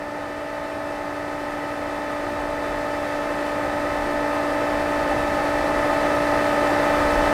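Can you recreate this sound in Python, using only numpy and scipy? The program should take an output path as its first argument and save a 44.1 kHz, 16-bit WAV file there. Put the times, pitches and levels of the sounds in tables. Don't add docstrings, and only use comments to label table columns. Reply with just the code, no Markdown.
import sys
import numpy as np
from scipy.fft import rfft, irfft, next_fast_len
from scipy.io import wavfile
from scipy.ndimage import map_coordinates

SR = 44100
rng = np.random.default_rng(int(sys.argv[2]) if len(sys.argv) > 2 else 0)


def unload_wav(signal):
    wavfile.write(
        sys.argv[1],
        SR,
        np.round(np.clip(np.atleast_2d(signal).T, -1, 1) * 32767).astype(np.int16),
    )


N = 323253

SHAFT_HZ = 58.7015


def amp(db):
    return 10 ** (np.asarray(db) / 20)


def unit(x):
    return x / np.sqrt(np.mean(x ** 2) + 1e-20)


def along(points, hz):
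    f, level_db = np.transpose(points)
    return np.interp(np.log(hz + 1), np.log(f), level_db)


def curve(rows):
    return np.interp(np.arange(N) / SR, *np.transpose(rows))


def wobble(rate):
    knot_span = N / SR * rate
    coarse = np.linspace(0, knot_span, int(knot_span + 1) * 8)
    knots = rng.standard_normal(int(coarse[-1]) + 4)
    smooth = map_coordinates(knots, [coarse], mode="mirror")
    return np.interp(np.linspace(0, coarse[-1], N), coarse, smooth)


def filtered(x, gain):
    m = next_fast_len(N + SR // 2)
    spectrum = rfft(x, m) * gain(np.fft.rfftfreq(m, 1 / SR))
    return irfft(spectrum, m)[:N]


def noise(colour):
    white = rng.standard_normal(N)
    return unit(filtered(white, lambda hz: amp(colour(hz))))


def tone(cycles):
    return np.sqrt(2) * np.sin(2 * np.pi * (cycles + rng.random()))


def breeze(t):
    # (frequency [Hz], relative density [dB per Hz])
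    rumble_spectrum = [(8, -30), (20, -5), (40, 1), (80, -7), (200, -30), (800, -80)]
    # (time of crest [s], length between the 1/e points of the rise [s], rise over the lull [dB])
    gusts = [(2.5, .8, 5), (3.95, 0.3, 8), (5.12, 0.7, 10), (5.76, 0.45, 8.5), (6.5, .4, 4), (7.12, .4, 11)]
    lull_db = -24.5
    puff_db, puffs_per_s = 2.0, 8
    gust_db = sum(rise_db * np.exp(-(2 * (t - crest) / length) ** 2) for crest, length, rise_db in gusts)
    level_db = lull_db + gust_db + puff_db * wobble(puffs_per_s)
    return amp(level_db) * noise(lambda hz: along(rumble_spectrum, hz))


def drone(t):
    # (frequency [Hz], level re the fade [dB])
    drone_tones = [(35, -28.5), (59.1, -41), (95, -33), (120.5, -38)]
    return sum(amp(db + 2 * wobble(2.39)) * tone(hz * t) for hz, db in drone_tones)


def drive(t, wander_db=1.8, level_db=-1.0):
    # (sideband number, level before level_db [dB])
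    whine_sidebands = [(-5, -57), (-4, -48), (-3, -58), (-2, -49), (-1, -51), (0, -46.5), (1, -50),
                       (2, -45), (3, -52.5), (5, -58)]
    switch_hz, field_hz = 14493.7, 60.25
    whine = np.zeros(N)
    for k, db in whine_sidebands:
        sideband_hz = switch_hz + 2 * k * field_hz
        whine += amp(db + wander_db * wobble(.8)) * tone(sideband_hz * t)
    return amp(level_db) * whine


def walls(x, echo_db=-23, spread=.016, count=14):
    delays = (rng.uniform(.001, spread, count) * SR).astype(int)
    echoes = sum(rng.choice([-1, 1]) * np.pad(x, (d, 0))[:N] for d in delays)
    return x + amp(echo_db) * echoes


def housing(hz):
    # (centre [Hz], full width at half the lift [Hz], lift [dB])
    resonances = [(183, 21, -1.5), (358, 66, 3), (416, 31, -3), (533, 110, 5.5), (702, 45, -5),
                  (808, 163, 8), (1038, 34, 3.5), (1170, 52, -7.5), (1229, 114, 10.5), (1360, 59, -2.5),
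                  (1770, 200, 2), (1955, 98, 6.5), (2440, 90, 2.5), (2610, 50, 5), (3015, 86, 7),
                  (3455, 83, 5), (3570, 53, 3.5)]
    return sum(db / (1 + (2 * (hz - centre) / width) ** 2) for centre, width, db in resonances)


def flow(turns, level_db=-4.0, throb=0.028, split_hz=2400, shimmer_db=0.38):
    # (frequency [Hz], relative density [dB per Hz])
    turbulence = [(8, -40), (18, -16), (90, -0.5), (180, -2), (300, 0.5), (700, 0), (1400, -4),
                  (2100, -6.5), (2900, -17.5), (4700, -18.5), (6900, -26), (8600, -25.5), (12000, -33),
                  (15500, -41)]
    rush = noise(lambda hz: along(turbulence, hz) + housing(hz))
    body = filtered(rush, lambda hz: 1 / (1 + (hz / split_hz) ** 8))
    hiss = walls(rush - body) * amp(shimmer_db * wobble(25))
    throbbing_body = body * (1 + throb * tone(turns))
    return amp(level_db) * (throbbing_body + hiss)


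def rotor(turns, flutter_db=0.18):
    # (multiple of shaft speed, level re the fade [dB])
    rotor_tones = [(5, -9), (6, -25), (7, -42), (9, -35), (10, -7), (11, -10), (14, -21), (15, -12),
                   (18, -28), (21, -27), (22, -15.5), (23, -34), (25, -28), (26, -23.5), (27, -49),
                   (28, -48), (29, -27.5), (30, -16.5), (31, -19.5), (33, -29.5), (34, -45), (35, -29.5),
                   (40, -28), (45, -26), (47, -38.5), (52, -48), (61, -50), (65, -40), (85, -56), (90, -44),
                   (100, -52)]
    drift_db, drifts_per_s = 0.43, 1.49
    unsteady_order, unsteady_db = 11, 1.1
    sound = np.zeros(N)
    for k, db in rotor_tones:
        depth_db = drift_db if round(k) % unsteady_order else unsteady_db
        level_db = db + depth_db * wobble(drifts_per_s) + flutter_db * wobble(14)
        sound += amp(level_db) * tone(round(k) * turns)
    return sound


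def scene():
    # (time [s], level [dB])
    fade = [(0, -30), (7.33, -18.5)]
    t = np.arange(N) / SR
    turns = SHAFT_HZ * t
    pump = drone(t) + drive(t) + flow(turns) + rotor(turns)
    return (amp(curve(fade)) * (breeze(t) + pump))[None]


def record(dry):
    top_hz = 15720
    return np.array([filtered(channel, lambda hz: hz < top_hz) for channel in dry])


dry = scene()
out = record(dry)
unload_wav(out)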